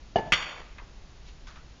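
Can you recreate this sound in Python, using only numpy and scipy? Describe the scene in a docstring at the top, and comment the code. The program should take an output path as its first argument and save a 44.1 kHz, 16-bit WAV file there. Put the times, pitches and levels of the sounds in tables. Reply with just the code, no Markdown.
"""A low rumble and hiss fill a small room, where a steel bowl is set down on a workbench.
Its base knocks first: decaying modes give a hollow note, shaped noise the thuds, uneven noise the scuffs.
It then tips flat and chatters, each contact ringing the wall's modes in a bright clank, and shifts once more.
Last, a gloved hand taps and brushes something faintly, in short bands of noise.
Reflections, an echo and a tail place the bowl in the room; the rumble and hiss stay outside them."""
import sys
import numpy as np
from scipy import signal
from scipy.fft import rfft, irfft
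from scipy.io import wavfile
from scipy.ndimage import uniform_filter1d, minimum_filter1d

SR = 44100
rng = np.random.default_rng(int(sys.argv[2]) if len(sys.argv) > 2 else 0)


def log_audio(samples):
    """Write samples as a 16-bit WAV file to the path given in sys.argv[1]."""
    # one column per channel
    frames = np.atleast_2d(samples).T
    # limit to full scale, then quantise
    limited = np.clip(frames, -1, 1)
    pcm = np.round(limited * 32767).astype(np.int16)
    wavfile.write(sys.argv[1], SR, pcm)


N = 79380  # samples, 1.8 s
TIME = np.arange(N) / SR  # seconds
SOFT_TOP_HZ = 6950  # top of the floor, scuffs and handling


def undb(db):
    """Amplitude ratio of a level in dB."""
    return 10 ** (np.asarray(db) / 20)


def unit(x):
    """Scale to an RMS of one."""
    return x / np.sqrt(np.mean(x ** 2))


def fade(t60):
    """Exponential decay, 60 dB down after t60 seconds."""
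    return np.exp(-np.log(1000) * TIME / t60)


def delayed(x, seconds):
    """The same sound, starting later."""
    return np.concatenate([np.zeros(int(seconds * SR)), x])[:N]


def lowpass(x, hz):
    """Steep elliptic cut of everything above hz."""
    return signal.sosfilt(signal.ellip(8, .2, 70, hz, fs=SR, output="sos"), x)


def spectrum_level(points, f):
    """Amplitude at frequencies f, from (Hz, dB) points joined on a log frequency axis."""
    hz, db = np.array(points, float).T
    return undb(np.interp(np.log(f), np.log(hz), db))


def noise(points):
    """Noise with a spectrum of (Hz, dB) points."""
    f = np.maximum(np.fft.rfftfreq(N, 1 / SR), 1)
    return unit(irfft(rfft(rng.standard_normal(N)) * spectrum_level(points, f), N))


def band(hz, width_hz):
    """Noise through one broad resonance, twice for steep sides."""
    f = np.maximum(np.fft.rfftfreq(N, 1 / SR), 1)
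    resonance = 1 / (1 + 1j * (f - hz ** 2 / f) / width_hz)
    return unit(irfft(rfft(rng.standard_normal(N)) * resonance ** 2, N))


def mode(hz, t60):
    """One decaying partial."""
    return np.sin(2 * np.pi * hz * TIME) * fade(t60)


def ring(modes):
    """All modes of a body after one blow."""
    return sum(undb(db) * mode(hz, t60) for hz, db, t60 in modes)


def partials(points, spacing_hz=62, top_hz=7500):
    """A crowd of unevenly spaced steady partials under a spectrum of (Hz, dB) points."""
    grid = np.arange(points[0][0], top_hz, spacing_hz)
    offset, phase = rng.random((200, 2))[:len(grid)].T
    f = grid + spacing_hz * offset
    lines = np.zeros(N // 2 + 1, complex)
    lines[(f * N / SR).astype(int)] = spectrum_level(points, f) * np.exp(2j * np.pi * phase)
    return unit(irfft(lines, N))


# Steady rumble and hiss of the room. Each row: frequency in Hz, relative level per Hz in dB.
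FLOOR_SPECTRUM = [(10, -7.5), (22, 2), (55, -0.5), (81, -12), (132, -14), (220, -18.5), (450, -24.5),
                  (900, -27.5), (1500, -31), (4000, -32.5), (7000, -37)]
FLOOR_DB = -46.5


def room_floor():
    """Steady noise, strongest in the bass, under the whole scene."""
    return undb(FLOOR_DB) * lowpass(noise(FLOOR_SPECTRUM), SOFT_TOP_HZ)


# The base lands and rocks on the bench. Each row: start in seconds, relative level in dB.
BASE_LANDINGS = [(0.158, -1.5), (.1835, -6.5), (.1995, -25)]
# Modes of the base, loaded by the bench. Each row: frequency in Hz, relative level in dB, t60 in seconds.
BASE_MODES = [(149, -18, 0.11), (403, -7, 0.059), (512, -6.5, 0.041), (640, -3, 0.054), (685, 2.5, 0.049),
              (884.7, -15.5, 0.27), (1732, -20.5, 0.29), (1862, -33, 0.15), (2210, -30, 0.076),
              (2867, -19.5, 0.12), (2947, -18, 0.1), (4530, -37.5, 0.088), (4270, -50, .06)]
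# Colour of the knock's contact noise. Each row: frequency in Hz, relative level in dB.
THUD_SPECTRUM = [(60, -10.5), (150, -3), (260, -8), (400, -0.5), (880, -1.5), (1000, -16), (2300, -21.5),
                 (2550, -29), (2950, -24.5), (3550, -28), (3900, -35), (4600, -25), (5300, -36.5),
                 (6400, -33.5), (8000, -66), (15000, -68)]
NOTE_DB, THUD_DB, THUD_T60_S = -12.5, -17.5, 0.1
KNOCK_PUSH_S = 0.0012  # time constant of the onset


def knock():
    """The base meets the bench: a hollow note on landing, and a dull thud each time it rocks."""
    push = 1 - np.exp(-TIME / KNOCK_PUSH_S)
    first_landing_s = BASE_LANDINGS[0][0]
    note = -undb(NOTE_DB) * delayed(push * ring(BASE_MODES), first_landing_s)
    # where thuds overlap, the stronger one sets the level
    thud = push * fade(THUD_T60_S)
    thuds = np.max([undb(db) * delayed(thud, start) for start, db in BASE_LANDINGS], axis=0)
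    return note + undb(THUD_DB) * noise(THUD_SPECTRUM) * thuds


# The base scuffs along the bench. Each row: start in seconds, length in seconds, scrape level in dB,
# centre in Hz, resonance width in Hz, level of the steel's rasp in dB; friction varies both levels.
BASE_SCUFFS = [(0.198, 0.092, -46.5, 694, 324, -57), (0.272, .016, -36, 697, 120, -54.5),
               (.37, 0.059, -46, 690, 900, -41.5), (0.425, 0.1085, -49, 646, 1200, -43),
               (0.52, 0.1, -49, 710, 1200, -51)]
# The bench rumbles as the base drags over it. One row: start in seconds, length in seconds, level in dB,
# centre in Hz, resonance width in Hz.
BENCH_DRAG = (.215, .075, -44, 150, 170)
# Colour of the steel's rasp and shimmer. Each row: frequency in Hz, relative level in dB.
SHIMMER_SPECTRUM = [(300, -14), (1200, -3), (2200, -2), (3600, -4), (3850, -32), (4180, -32), (4300, -9),
                    (4850, -10), (5000, -34), (5300, -34), (5420, -14), (5850, -13), (6050, -32),
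                    (6500, -34), (6640, -12), (7000, -13), (7300, -36), (15000, -60)]
SCUFF_ROUGH_DB = 1.5  # RMS swing of the friction


def scuffs(grip_hz=50, edge_s=0.0085):
    """Uneven friction under the base: a dull scrape, a rasp of the steel and a rumble in the bench."""
    def gate(start, length):
        rise = np.tanh((TIME - start) / edge_s)
        fall = np.tanh((TIME - start - length) / edge_s)
        return (rise - fall) / 2

    grip = unit(undb(SCUFF_ROUGH_DB * band(grip_hz, grip_hz)))
    out = 0
    for start, length, db, hz, width, rasp_db in BASE_SCUFFS:
        scrape = undb(db) * band(hz, width)
        rasp = undb(rasp_db) * partials(SHIMMER_SPECTRUM)
        out = out + gate(start, length) * grip * (scrape + rasp)
    start, length, db, hz, width = BENCH_DRAG
    rumble = gate(start, length) * undb(db) * band(hz, width)
    return lowpass(out + rumble, SOFT_TOP_HZ)


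# Steel touches down as the bowl chatters and rattles to rest.
# Each row: start in seconds, relative level in dB, share of the free ring time.
STEEL_CONTACTS = [(0.3213, 1, .9), (0.3253, 2.5, .85), (0.332, .5, .7), (.3362, -.5, .7),
                  (0.3418, -5.5, .6), (0.3536, -14, .7), (.3582, -16, .7), (.3755, -12, .15),
                  (.424, -18, 1), (.4305, -19, .6), (.4655, -26, .5), (.493, -26, 1)]
# Modes of the bowl's wall. Each row: frequency in Hz, relative peak level in dB, free t60 in seconds.
WALL_MODES = [(1034, -22, .5), (1222, -3, .1), (1141, -25, .6), (1476, -7, .07), (1632, -6, .09),
              (1843, -7, .07), (2029, -3, .08), (2132, -11, .28), (2272, -7, .12), (2507, -4, .09),
              (2708, -11, .08), (2812, -6, .13), (2909, -1, .08), (3066, -5, .09), (3272, -7, .11),
              (3483, -6, .1), (3555, -18, .7), (4310, -23, .25), (4500, -25, .8), (4720, -21, .4),
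              (5600, -23, .4), (5480, -27, .35), (6700, -26, .6), (6907, -28, .5), (9600, -55, .2),
              (10900, -60, .5)]
# Bright tick of steel at each contact. Each row: frequency in Hz, relative level in dB.
TICK_SPECTRUM = [(2000, -14), (6000, -2), (9500, 0), (14000, -22), (16000, -25)]
# Colour of the dense, short-lived modes of the steel. Each row: frequency in Hz, relative level in dB.
CLASH_SPECTRUM = [(60, -8.5), (350, -11), (900, -8.5), (1200, -1), (2200, 3), (3450, 0), (4000, -17),
                  (4400, -4.5), (4800, -11.5), (5150, -21.5), (5600, -7.5), (6300, -19.5), (6800, -16.5),
                  (7500, -33.5), (10000, -48), (15000, -63)]
# Modes of the bench under the falling bowl. Each row: frequency in Hz, level in dB, t60 in seconds.
BENCH_MODES = [(61.6, -26.5, 0.14), (141, -28, 0.018), (162.2, -45.5, 0.52), (206, -23, 0.026)]
WALL_DB, TICK_DB, CLASH_DB, SHIMMER_DB = -22, -39, -14.5, -33.5
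CLASH_T60_S, SHIMMER_T60_S = .045, 0.62  # free ring times
TICK_SWING_T60_S = 0.016  # before the hardness power, which shortens it
TICK_HARDNESS = 2  # power of the blow: light contacts are duller
CONTACT_PUSH_S, BENCH_START_S = 0.00027, .323


def clank():
    """Quick contacts renew the wall's ringing, with tick, clash and shimmer; the bench thumps below."""
    def swing(t60):
        # the strongest swing still ringing sets the size, with its onset softened by the push
        swings = [undb(db) * delayed(fade(t60 * share), start) for start, db, share in STEEL_CONTACTS]
        return uniform_filter1d(np.max(swings, axis=0), int(CONTACT_PUSH_S * SR))

    wall = 0
    for (hz, db, t60), phase in zip(WALL_MODES, rng.random(len(WALL_MODES))):
        tone = np.sin(2 * np.pi * (hz * TIME + phase))
        wall = wall + undb(WALL_DB + db) * swing(t60) * tone
    tick = undb(TICK_DB) * noise(TICK_SPECTRUM) * swing(TICK_SWING_T60_S) ** TICK_HARDNESS
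    clash = undb(CLASH_DB) * noise(CLASH_SPECTRUM) * swing(CLASH_T60_S)
    shimmer = undb(SHIMMER_DB) * partials(SHIMMER_SPECTRUM) * swing(SHIMMER_T60_S)
    thump = delayed(ring(BENCH_MODES), BENCH_START_S)
    return wall + tick + clash + shimmer + thump


# Light taps afterwards. Each row: start in seconds, level in dB, centre in Hz, resonance width in Hz,
# t60 in seconds, level of the accompanying ring in dB, centre of the ring in Hz.
LIGHT_TAPS = [(0.783, -41.5, 2000, 920, 0.087, -50.5, 990), (.816, -51, 370, 159, 0.099, -63, 1490),
              (1.47, -49.5, 2760, 5470, 0.27, -49, 1270), (1.558, -49.5, 1560, 2400, 0.13, -54, 1260)]
RING_T60_S, RING_WIDTH_HZ = .34, 700
CLICK_DB, CLICK_HZ, CLICK_T60_S = -2.5, 1860, 0.0071  # level relative to the tap
BRUSH_S, BRUSH_DB, BRUSH_HZ = 1.286, -54.5, 2960  # time and level of the swell's peak, centre
BRUSH_WIDTH_S = 0.028  # from the peak to 1/e of it


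def handling():
    """Light damped taps, each with a click and a faint ring, and one soft brush of the glove."""
    taps = 0
    for start, db, hz, width, t60, ring_db, ring_hz in LIGHT_TAPS:
        faint_ring = undb(ring_db) * band(ring_hz, RING_WIDTH_HZ) * fade(RING_T60_S)
        click = undb(CLICK_DB) * band(CLICK_HZ, width_hz=2100) * fade(CLICK_T60_S)
        body = band(hz, width) * fade(t60)
        taps = taps + delayed(undb(db) * (body + click) + faint_ring, start)
    swell = np.exp(-((TIME - BRUSH_S) / BRUSH_WIDTH_S) ** 2)
    brush = undb(BRUSH_DB) * swell * band(BRUSH_HZ, width_hz=4000)
    return lowpass(taps + brush, SOFT_TOP_HZ)


TAIL_DB, TAIL_T60_S, TAIL_TREBLE_T60_S = -17, 0.91, .4  # level before the bass and treble are thinned
EARLY_DB, EARLY_T60_S = -16, 0.034  # level before the same thinning
RESPONSE_DELAY_S = .012
ECHO_DB, ECHO_S = -22, .0262  # a nearby wall


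def room(x, split_hz=2800, bass_hz=300, absorb_hz=7500):
    """Early reflections off the cluttered bench, a wall echo and a bass-thin tail that dulls as it fades."""
    tail_noise, early_noise = rng.standard_normal((2, N))
    low = signal.sosfiltfilt(signal.butter(2, split_hz, fs=SR, output="sos"), tail_noise)
    tail = low * fade(TAIL_T60_S) + (tail_noise - low) * fade(TAIL_TREBLE_T60_S)
    early = early_noise * fade(EARLY_T60_S)
    response = undb(TAIL_DB) * tail / np.linalg.norm(tail)
    response = response + undb(EARLY_DB) * early / np.linalg.norm(early)
    thinning = signal.butter(2, [bass_hz, absorb_hz], "band", fs=SR, output="sos")
    response = delayed(signal.sosfilt(thinning, response), RESPONSE_DELAY_S)
    echo = undb(ECHO_DB) * delayed(x, ECHO_S)
    return x + echo + signal.fftconvolve(x, response)[:N]


def scene():
    """The bowl and the hand sound in the room, over the steady floor."""
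    rumble_and_hiss = room_floor()
    sources = knock() + clank() + scuffs() + handling()
    return (room(sources) + rumble_and_hiss)[None]


CEILING, TOP_HZ = .42, 15600  # limiter threshold as a share of full scale, top of the sound


def record(dry):
    """A quick limiter holds the loudest peaks; the top is cut."""
    gain = CEILING / np.maximum(np.abs(dry), CEILING)
    # hold, then smooth, the gain over about 3 ms around each peak
    gain = uniform_filter1d(minimum_filter1d(gain, size=129), size=129)
    return lowpass(dry * gain, TOP_HZ)


dry = scene()
out = record(dry)
log_audio(out)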